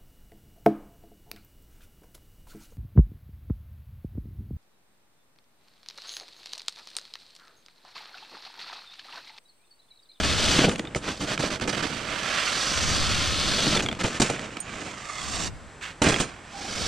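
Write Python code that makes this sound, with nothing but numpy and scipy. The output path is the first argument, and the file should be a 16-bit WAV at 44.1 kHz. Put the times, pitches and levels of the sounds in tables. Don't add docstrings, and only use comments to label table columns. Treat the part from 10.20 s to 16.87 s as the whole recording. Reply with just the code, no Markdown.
import sys
import numpy as np
from scipy import signal
from scipy.fft import rfft, irfft
from scipy.io import wavfile

SR = 44100
rng = np.random.default_rng(int(sys.argv[2]) if len(sys.argv) > 2 else 0)


def unload_wav(signal):
    wavfile.write(
        sys.argv[1],
        SR,
        np.round(np.clip(np.atleast_2d(signal).T, -1, 1) * 32767).astype(np.int16),
    )


N = 294147

# (time [s], rasp [dB], judder [dB], fine hiss [dB])
FIRST_PUSH = [(0.0, -23, -21, -30), (0.024, -37.5, -44, -34), (0.032, -28.5, -32.5, -29.5),
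              (0.162, -31, -34, -29.5), (0.316, -27, -27, -24.5), (0.455, -27, -22.5, -27.5)]
LONG_STROKE = [(1.67, -39, -39, -39), (1.792, -37.5, -38.5, -42.5), (2.228, -27.5, -42, -31.5),
               (2.35, -32, -42.5, -31.5), (2.754, -30, -35, -29), (3.158, -32, -38.5, -30),
               (3.555, -29, -27, -27), (3.58, -45, -28, -35)]
TURN = [(4.45, -45, -50, -58), (4.522, -39, -42, -46), (4.668, -39.5, -40, -44), (4.762, -43, -46.5, -48),
        (4.924, -45, -57, -42.5), (5.204, -36.5, -38.5, -32), (5.275, -37, -38.5, -33)]
LAST_PUSH = [(6.08, -43.5, -56, -52), (6.212, -55, -72, -67), (6.388, -44, -45.5, -43.5),
             (6.67, -34, -37, -31)]
# (time [s], share [0-1])
SKIM = [(2.2, 0.06), (2.65, 0.3), (3.0, 0), (3.6, 0.03), (4.1, 1), (6.1, 0.74), (6.67, 0.18)]
# (time [s], centre [Hz])
EDGE_RING = [(0.1, 3500), (0.39, 3093), (2.03, 2200), (2.27, 2503), (2.4, 4990), (2.7, 6070), (2.92, 2608),
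             (3.3, 4077), (3.56, 3300), (6.4, 5300)]
# (frequency [Hz], relative level [dB per Hz])
RASP_COLOUR = [(300, -24), (650, 9), (850, -3.5), (1050, 4.5), (1350, 5.5), (1800, 3.5), (2400, 5.5),
               (3300, 0.5), (4300, -11), (9000, -50)]
HISS_COLOUR = [(2000, -12), (3500, 6.5), (4500, 5.5), (5600, 3), (7600, -5.5), (8800, -7), (9600, -14),
               (10600, -22.5), (11900, -23.5), (14000, -30), (15500, -71)]
SIZZLE_COLOUR = [(2500, 8), (4500, 13.5), (7500, 11.5), (8900, 4.5), (9700, -6.5), (10700, -34),
                 (12000, -11), (15500, -46)]
COARSE_COLOUR = [(400, -6.5), (1000, -2), (1500, 1.5), (2700, -7), (3600, -7.5), (5500, -10.5), (8000, -23),
                 (11000, -38)]
PUSH_SPREAD_DB, TURN_SPREAD_DB, SKID_SPREAD_DB = 1.23, 1.5, 2.5
TURN_LIFT_QUICKNESS = 1.9
COARSE_DB, EDGE_RING_DB = -15, -5


def scrape(catch_rate_hz=62):
    grip = np.minimum(drift(catch_rate_hz), 1)

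    def friction_power(spread_db):
        return from_db(spread_db * grip - spread_db ** 2 / 10) ** 2

    pushes = stroke(FIRST_PUSH) + stroke(LONG_STROKE) + stroke(LAST_PUSH)
    pushes = pushes * friction_power(PUSH_SPREAD_DB)
    turn = stroke(TURN, TURN_LIFT_QUICKNESS) * friction_power(TURN_SPREAD_DB)
    skidding = skids() * friction_power(SKID_SPREAD_DB)
    rasp_gain, judder_gain, hiss_gain = np.sqrt(pushes + turn + skidding)

    rasp = rasp_gain * grit(RASP_COLOUR, per_s=6000, size_db=0.0)
    skim = np.clip(in_time(SKIM)[0], 0, 1)
    hiss = np.sqrt(1 - skim) * grit(HISS_COLOUR, per_s=12000, size_db=0.5)
    sizzle = np.sqrt(skim) * grit(SIZZLE_COLOUR, per_s=12000, size_db=3.0)
    fine = hiss_gain * (hiss + sizzle)
    edge_noise = resonance(in_time(EDGE_RING)[0], width_hz=1500)
    edge = from_db(EDGE_RING_DB) * np.sqrt(pushes[2]) * edge_noise

    coarse_gain = from_db(COARSE_DB) * np.sqrt(skidding[0] + .5 * pushes[0])
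    coarse = coarse_gain * grit(COARSE_COLOUR, per_s=450, size_db=2.0)
    body = judder_gain * soften(judder(slips_per_s=1100, size_db=2.0), corner_hz=3020)
    return ground_bounce(rasp + fine + edge) + coarse + body + hollow()


STROKE_RISE_S = 0.02


def stroke(curve, quickness=1):
    start_s, end_s = curve[0][0] - STROKE_RISE_S, curve[-1][0]
    touch = contact(start_s, STROKE_RISE_S, end_s - start_s, 0, quickness)
    return (from_db(in_time(curve)) * touch) ** 2


# (start time [s], rise [s], length [s], rasp level [dB], judder level [dB], hiss level [dB])
SKIDS = [(0.469, 0.014, 0.081, -36.5, -28, -47), (0.565, 0.009, 0.25, -47, -37, -68),
         (0.807, 0.091, 0.087, -29.5, -29, -33.5), (0.891, 0.015, 0.087, -43.5, -54, -40.5),
         (0.989, 0.023, 0.058, -39, -31.5, -36.5), (1.048, 0.054, 0.092, -29.5, -30, -31),
         (1.183, 0.017, 0.097, -32, -30.5, -33), (1.3, 0.0046, 0.058, -31, -31.5, -34),
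         (1.407, 0.0068, 0.037, -32, -28, -36.5), (1.476, 0.024, 0.022, -28.5, -29.5, -30.5),
         (1.525, 0.0068, 0.082, -30, -30.5, -35), (1.623, 0.0039, 0.033, -31.5, -32.5, -36),
         (3.582, 0.017, 0.018, -27.5, -27, -31), (3.623, 0.01, 0.23, -40.5, -32.5, -47),
         (3.789, 0.011, 0.023, -27, -28, -31), (3.827, 0.011, 0.055, -34, -29, -32.5),
         (3.881, 0.043, 0.097, -33.5, -38.5, -38.5), (4.002, 0.028, 0.09, -31.5, -34, -35),
         (4.11, 0.019, 0.53, -36.5, -36, -43), (5.82, 0.022, 0.11, -24.5, -23, -28),
         (5.937, 0.01, 0.11, -32, -31, -35)]
SKID_SAG_DB_PER_S = 42


def skids():
    power = 0
    for start_s, rise_s, length_s, *levels_db in SKIDS:
        touch = contact(start_s, rise_s, length_s, SKID_SAG_DB_PER_S)
        power = power + (from_db(levels_db)[:, None] * touch) ** 2
    return power


EDGE_RELEASE_DB_PER_S, JUDDER_RELEASE_DB_PER_S = 524, 236


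def contact(start_s, rise_s, length_s, sag_db_per_s, quickness=1):
    edge, blade = [swell(start_s, rise_s, length_s, sag_db_per_s, quickness * release)
                   for release in (EDGE_RELEASE_DB_PER_S, JUDDER_RELEASE_DB_PER_S)]
    return np.array([edge, blade, edge])


# (frequency [Hz], level [dB], nominal t60 [s])
BLADE_MODES = [(118.5, -24.5, 0.45), (143, -8.5, 0.089), (205, 1, 0.049), (291.4, -2.5, 0.066),
               (372, -3, 0.042), (480, -4, 0.044), (616, 0, 0.018), (827, -3.5, 0.015)]


def judder(slips_per_s, size_db):
    slips = (rng.random(N) < slips_per_s / SR) * from_db(size_db * np.minimum(rng.exponential(1, N), 3))

    def shake():
        return rms_one(sum(from_db(db) * ring(slips * rng.standard_normal(N), hz, 0.63 * t60)
                           for hz, db, t60 in BLADE_MODES))

    return stereo(shake(), shake())


# (start time [s], length [s], starting pitch [Hz], level [dB])
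HOLLOW = [(6.331, 0.12, 809, -43.5)]
HOLLOW_SAG_HZ_PER_S, HOLLOW_RISE_S, HOLLOW_RELEASE_DB_PER_S = 220, 0.012, 309


def hollow(width_hz=60):
    t, pitch, level = np.arange(N) / SR, np.zeros(N), np.zeros(N)
    for start_s, length_s, hz, db in HOLLOW:
        pitch = np.where(t < start_s, pitch, hz - HOLLOW_SAG_HZ_PER_S * (t - start_s))
        level += from_db(db) * swell(start_s, HOLLOW_RISE_S, length_s, 0, HOLLOW_RELEASE_DB_PER_S)
    return level * resonance(pitch, width_hz)


# (time [s], delay [ms], strength [0-1])
BOUNCE = [(3.5, 0.65, 0.16), (4.6, 0.78, 0), (4.9, 1.14, 0.4), (5.27, 1.06, 0.28), (6.67, 1.33, 0.13)]


def ground_bounce(x, wander_ms=0.248, scatter=0.16, count=3):
    delay_ms, strength = in_time(BOUNCE)
    n = np.arange(N)

    def late(ms):
        return np.array([np.interp(n - ms * SR / 1000, n, side) for side in x])

    body = sum(late(2.3 + 1.4 * k + wander_ms * drift(1.285)) for k in range(count))
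    total = x + strength * late(delay_ms) + scatter * body
    return total / np.sqrt(1 + strength ** 2 + count * scatter ** 2)


# (time [s], crack level [dB], shell clatter level [dB], thump level [dB], sizzle level [dB])
KNOCKS = [(0.0329, -25.5, -52, -46, -31), (0.386, -23, -51, -22, -48), (0.44, -20.5, -43, -18, -41),
          (0.4827, -50, -49, -16.5, -30), (0.513, -29, -51, -36, -31.5), (0.58, -37, -62, -60, -36),
          (0.757, -28.5, -46.5, -21.5, -32), (1.012, -29.5, -54, -43, -31.5), (1.196, -30, -53, -34, -38),
          (1.4742, -26, -46, -39, -31.5), (3.465, -29, -50, -18.5, -34.5), (3.563, -20.5, -48, -42, -29),
          (3.622, -33, -64, -53, -31.5), (3.843, -22, -41.5, -31, -37), (3.9984, -25, -39.5, -22.5, -22.5),
          (4.0163, -18.5, -38, -20.5, -21.5), (4.098, -26.5, -42.5, -25, -30.5),
          (5.817, -18, -39, -18, -24), (5.864, -22.5, -42, -14.5, -35), (5.8848, -35, -44.5, -23.5, -25),
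          (6, -21.5, -43, -35, -24.5)]


def knocks():
    s, crack_db, clatter_db, thump_db, sizzle_db = np.transpose(KNOCKS)
    crack = bursts(s, crack_db, t60=0.092) * grit(RASP_COLOUR, per_s=5000, size_db=4.0)
    sizzle = bursts(s, sizzle_db, t60=0.098) * grit(SIZZLE_COLOUR, per_s=20000, size_db=10.5)
    clatter = rung(bursts(s, clatter_db, t60=0.075), BLADE_MODES[3:] + SHELL_MODES[:1])

    thump = soften(strike(s, thump_db, BLADE_MODES, scatter_db=0.5), corner_hz=3500)
    wobble = soften(rung(bursts(s, thump_db - 21.5, t60=0.059), BLADE_MODES), corner_hz=203)
    low = high_pass(thump + wobble, 70)
    return plastic(crack + sizzle) + clatter + low


def plastic(x, t60=0.01, ring_db=-0.5):
    age = np.arange(SR // 16) / SR
    tail = rng.standard_normal(len(age)) * np.exp(-np.log(1000) * age / t60) * (age > .002)
    response = from_db(ring_db) * tail / np.linalg.norm(tail) + (age == 0)
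    return signal.oaconvolve(x, response[None] / np.linalg.norm(response), axes=1)[:, :N]


# (time [s], snap level [dB], shell ring level [dB])
TICKS = [(0.494, -21, -28), (0.558, -23, -27), (0.5935, -19, -27), (0.6515, -33, -35), (0.6724, -38, -35),
         (0.748, -19, -27.5), (1.177, -21, -30), (1.398, -27, -38), (3.5725, -18, -20), (3.605, -19, -28),
         (3.6617, -23, -27), (3.6869, -19, -27), (3.714, -31, -33), (3.7272, -23, -40), (3.749, -30, -32.5),
         (4.193, -24.5, -48), (4.369, -23, -33), (5.942, -20, -25), (5.961, -18.5, -28)]
# (frequency [Hz], level [dB], t60 [s])
SHELL_MODES = [(1240, -7, 0.022), (2310, 0.5, 0.016), (3170, -12, 0.028), (3430, -2.5, 0.033)]
# (frequency [Hz], relative level [dB per Hz])
DRY_PLASTIC = [(500, -12.5), (1500, 4), (2700, 4), (5500, -9), (8000, -10), (11000, -34)]


def ticks():
    s, snap_db, ring_db = np.transpose(TICKS)
    snap_envelope = bursts(s, snap_db, t60=0.014, attack_s=0.00081)
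    snap = snap_envelope * grit(DRY_PLASTIC, per_s=25000, size_db=1.5)
    shell = strike(s, ring_db, SHELL_MODES, scatter_db=6.0)
    nudge = strike(s, snap_db - 14.0, BLADE_MODES, scatter_db=5.0)
    return snap + shell + nudge


# (time [s], level [dB])
BUMPS = [(0.536, -30), (0.595, -23.5), (1.022, -31), (1.235, -27), (1.398, -37), (1.452, -29), (1.499, -29),
         (1.648, -26.5)]


def bumps(lowest_hz=200):
    s, db = np.transpose(BUMPS)
    bump = soften(strike(s, db, BLADE_MODES, scatter_db=3.5), corner_hz=895)
    return high_pass(bump, lowest_hz)


# (time [s], level [dB])
SQUEAKS = [(4.775, -39), (4.9, -36.5), (4.961, -44), (4.987, -44), (5.02, -45), (5.111, -44), (5.21, -32)]
# (pitch at the first squeak [Hz], fall [Hz per s], level [dB], strongest time [s], spread [s])
SQUEAK_PARTIALS = [(1230, 200, 1, 5.0, 0.45), (2220, 750, 0, 4.95, 0.11), (3600, 1100, -4, 5.03, 0.11)]
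SQUEAK_WIDTH_S, SQUEAL_RELEASE_DB_PER_S = 0.0051, 309


def squeaks(width_hz=150, held_db=-45.5, rise_s=0.082):
    t, partials = np.arange(N) / SR, 0
    first_s, last_s = SQUEAKS[0][0], SQUEAKS[-1][0]

    def bell(centre_s, width_s):
        return np.exp(-np.minimum(((t - centre_s) / width_s) ** 2, 20))

    grabs = sum(from_db(db) * bell(s, SQUEAK_WIDTH_S) for s, db in SQUEAKS)
    held = from_db(held_db) * swell(first_s, rise_s, last_s - first_s, 0, SQUEAL_RELEASE_DB_PER_S)
    for hz, fall_hz_per_s, db, best_s, spread_s in SQUEAK_PARTIALS:
        tone = resonance(hz - fall_hz_per_s * (t - first_s), width_hz)
        partials = partials + from_db(db) * bell(best_s, spread_s) * tone
    return (grabs + held) * partials


# (time [s], lower ring level [dB], upper ring level [dB])
CLINKS = [(3.622, -52, -85), (4.018, -46, -60), (4.4015, -54, -50), (5.832, -48.5, -50.5),
          (5.997, -50.5, -51)]
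# (frequency [Hz], level [dB], t60 [s])
STEEL_MODES = [(6620, -6, .14), (6760, -9, .22), (8230, -1, 0.06), (8770, 2, 0.045), (9055, -2, .055)]


def clinks(lower_count=2):
    s, lower_db, upper_db = np.transpose(CLINKS)
    knock_s, *_, sizzle_db = np.transpose(KNOCKS)
    hum = bursts(knock_s, sizzle_db - 39.5, t60=0.19)
    lower = rung(bursts(s, lower_db, t60=0.016) + hum, STEEL_MODES[:lower_count])
    upper = rung(bursts(s, upper_db, t60=0.016) + hum, STEEL_MODES[lower_count:])
    return lower + upper


SCUFF_START_S, SCUFF_RISE_S, SCUFF_LENGTH_S = 5.606, 0.024, 0.11
SCUFF_DB, SCUFF_SAG_DB_PER_S = -35, 90


def scuff():
    envelope = swell(SCUFF_START_S, SCUFF_RISE_S, SCUFF_LENGTH_S, SCUFF_SAG_DB_PER_S, EDGE_RELEASE_DB_PER_S)
    return from_db(SCUFF_DB) * envelope * grit(DRY_PLASTIC, per_s=8000, size_db=-4.0)


# (time [s], left minus right level [dB])
PLACE = [(0.63, -1), (1.74, -8.5), (2.99, -1.5), (3.92, -1.5), (4.36, -5.5), (6.67, -4)]


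def head_shadow(x, corner_hz=320):
    pan_db, = in_time(PLACE)
    bass = low_pass(x, corner_hz, order=1)
    return bass + (x - bass) * from_db(np.array([pan_db, -pan_db]) / 2)


def driveway(x, t60=1.0, echo_db=-30.5):
    age = np.arange(SR // 2) / SR
    tail = rng.standard_normal((2, len(age))) * np.exp(-np.log(1000) * age / t60) * (age > .008)
    tail = low_pass(tail, 3500, order=1)
    tail /= np.sqrt(np.sum(tail ** 2) / 2)
    return x + from_db(echo_db) * signal.oaconvolve(x, tail, axes=1)[:, :N]


# (start time [s], length [s], relative level [dB])
GUSTS = [(-0.2, 0.5, -29.5), (2.457, 1.16, -29), (4.943, 0.34, -36), (6.47, 0.29, -35.5)]
# (frequency [Hz], relative level [dB per Hz])
WIND_COLOUR = [(15, 4), (35, -12), (65, 7), (110, 0), (170, -4.5), (300, -15), (800, -54.5)]
GUST_RISE_S, GUST_SAG_DB_PER_S, GUST_RELEASE_DB_PER_S = 0.27, 9.5, 78


def wind(shared=0.44, left_db=2.0):
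    gusts = 0
    for start_s, length_s, db in GUSTS:
        gust = swell(start_s, GUST_RISE_S, length_s, GUST_SAG_DB_PER_S, GUST_RELEASE_DB_PER_S)
        gusts = gusts + from_db(db) * gust
    left, right, both = [rms_one(colour(rng.standard_normal(N), WIND_COLOUR)) for _ in range(3)]
    return gusts * (np.array([left, right]) + shared * both) * from_db([[left_db], [-left_db]])


# (frequency [Hz], relative level [dB per Hz])
OUTDOORS_COLOUR = [(15, -38), (25, -3.5), (150, -6.5), (286, -11.5), (1760, -16.5), (4260, -28),
                   (6900, -31.5), (7680, -25.5), (15000, -71)]
OUTDOORS_DB = -46.5


def outdoors():
    mid, side = [rms_one(colour(rng.standard_normal(N), OUTDOORS_COLOUR)) for _ in range(2)]
    return from_db(OUTDOORS_DB) * stereo(mid, side)


# (frequency [Hz], left minus right level [dB])
TONE_BALANCE = [(100, -1.5), (380, 1.5), (750, -2), (1600, -2), (2600, 0.5), (5300, 2.1), (8000, -1.5),
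                (9400, 1), (11500, 1.5)]


def tone_balance(x):
    return np.array([colour(channel, [(hz, sign * db / 2) for hz, db in TONE_BALANCE])
                     for channel, sign in zip(x, (1, -1))])


# (frequency [Hz], side minus mid level [dB])
WIDTH = [(30, -11), (70, -15), (280, -54), (550, -16), (1000, -7.5), (2000, -11.5), (3500, -54), (5500, -9),
         (8000, 0.5)]


def stereo(mid, side):
    return mid + colour(side, WIDTH) * np.array([[1], [-1]])


def grit(spectrum, per_s, size_db):
    grains = (rng.random(N) < per_s / SR) * from_db(size_db * np.minimum(rng.exponential(1, N), 4))
    mid, side = [rms_one(colour(grains * rng.standard_normal(N), spectrum)) for _ in range(2)]
    return stereo(mid, side)


FLEX_DETUNE = 0.04


def strike(times, levels_db, modes, scatter_db):
    hz, db, t60 = np.transpose(modes)[:, :, None]
    age, out = np.arange(SR // 4) / SR, np.zeros(N + SR)
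    signs = (-1) ** np.arange(len(modes))[:, None]
    dying = signs * np.exp(-np.log(1000) * age / t60)
    for s, level_db in zip(times, levels_db):
        strength, bend = rng.standard_normal((2, len(modes), 1))
        bent_hz = hz * (1 + FLEX_DETUNE * bend)
        rings = from_db(level_db + db + scatter_db * strength) * dying * np.sin(2 * np.pi * bent_hz * age)
        first = int(round(s * SR))
        out[first:first + len(age)] += rings.sum(axis=0)
    return out[:N]


def rung(envelope, modes):
    slips = envelope * rng.standard_normal((2, N))
    mid, side = sum(from_db(db) * ring(slips, hz, t60) for hz, db, t60 in modes)
    return stereo(mid, side)


def ring(clicks, hz, t60):
    r, w = np.exp(-np.log(1000) / (t60 * SR)), 2 * np.pi * hz / SR
    return signal.lfilter([0, np.sin(w)], [1, -2 * r * np.cos(w), r * r], clicks + 1e-18)


def resonance(hz, width_hz):
    real, imaginary = low_pass(rng.standard_normal((2, N)), width_hz / 2)
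    phase = 2 * np.pi * np.cumsum(hz) / SR
    return rms_one(real * np.cos(phase) + imaginary * np.sin(phase))


def soften(x, corner_hz):
    return low_pass(x, min(corner_hz, SR / 3))


def bursts(times, levels_db, t60, attack_s=0.00076):
    starts = np.zeros(N)
    starts[np.round(times * SR).astype(int)] = from_db(levels_db) ** 2
    power_decay = np.exp(-2 * np.log(1000) / (t60 * SR))
    dying = np.sqrt(signal.lfilter([1], [1, -power_decay], starts + 1e-18))
    r = np.exp(-1 / (attack_s * SR))
    return signal.lfilter([1 - r], [1, -r], dying)


def swell(start_s, rise_s, length_s, sag_db_per_s, release_db_per_s):
    first = int(np.clip(start_s * SR, 0, N - 1))
    age, rise_s = np.arange(first, N) / SR - start_s, max(rise_s, .001)
    sag_db = sag_db_per_s * np.maximum(age - rise_s, 0)
    lost_db = sag_db + release_db_per_s * np.maximum(age - length_s, 0)
    heard = lost_db < 100
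    out = np.zeros(N)
    out[first:][heard] = np.clip(age[heard] / rise_s, 0, 1) * from_db(-lost_db[heard])
    return out


def drift(rate_hz):
    r = np.exp(-2 * np.pi * rate_hz / SR)
    noise = rng.standard_normal(N + SR)
    return rms_one(signal.lfilter([1], [1, -2 * r, r * r], noise)[SR:])


def colour(x, spectrum, size=4096):
    hz, db = np.transpose(spectrum)
    grid = np.maximum(np.arange(size // 2 + 1) * SR / size, 1)
    cepstrum = irfft(np.log(from_db(np.interp(np.log(grid), np.log(hz), db))))
    cepstrum[1:size // 2] *= 2
    cepstrum[size // 2 + 1:] = 0
    return signal.oaconvolve(x, irfft(np.exp(rfft(cepstrum))))[:N]


def low_pass(x, corner_hz, order=2):
    return signal.sosfilt(signal.butter(order, corner_hz, fs=SR, output="sos"), x)


def high_pass(x, corner_hz):
    return signal.sosfilt(signal.butter(2, corner_hz, "high", fs=SR, output="sos"), x)


def in_time(rows):
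    s, *columns = np.transpose(rows)
    return [np.interp(np.arange(N) / SR, s, column) for column in columns]


def from_db(db):
    return 10 ** (np.asarray(db) / 20)


def rms_one(x):
    return x / np.sqrt(np.mean(x ** 2) + 1e-20)


def scene():
    blade = scrape() + knocks() + ticks() + bumps() + squeaks() + scuff()
    pusher = head_shadow(blade + clinks())
    return tone_balance(driveway(pusher) + wind() + outdoors())


def record(dry, cutoff_hz=15200):
    return signal.sosfilt(signal.ellip(10, .2, 90, cutoff_hz, fs=SR, output="sos"), dry)


dry = scene()
out = record(dry)
unload_wav(out)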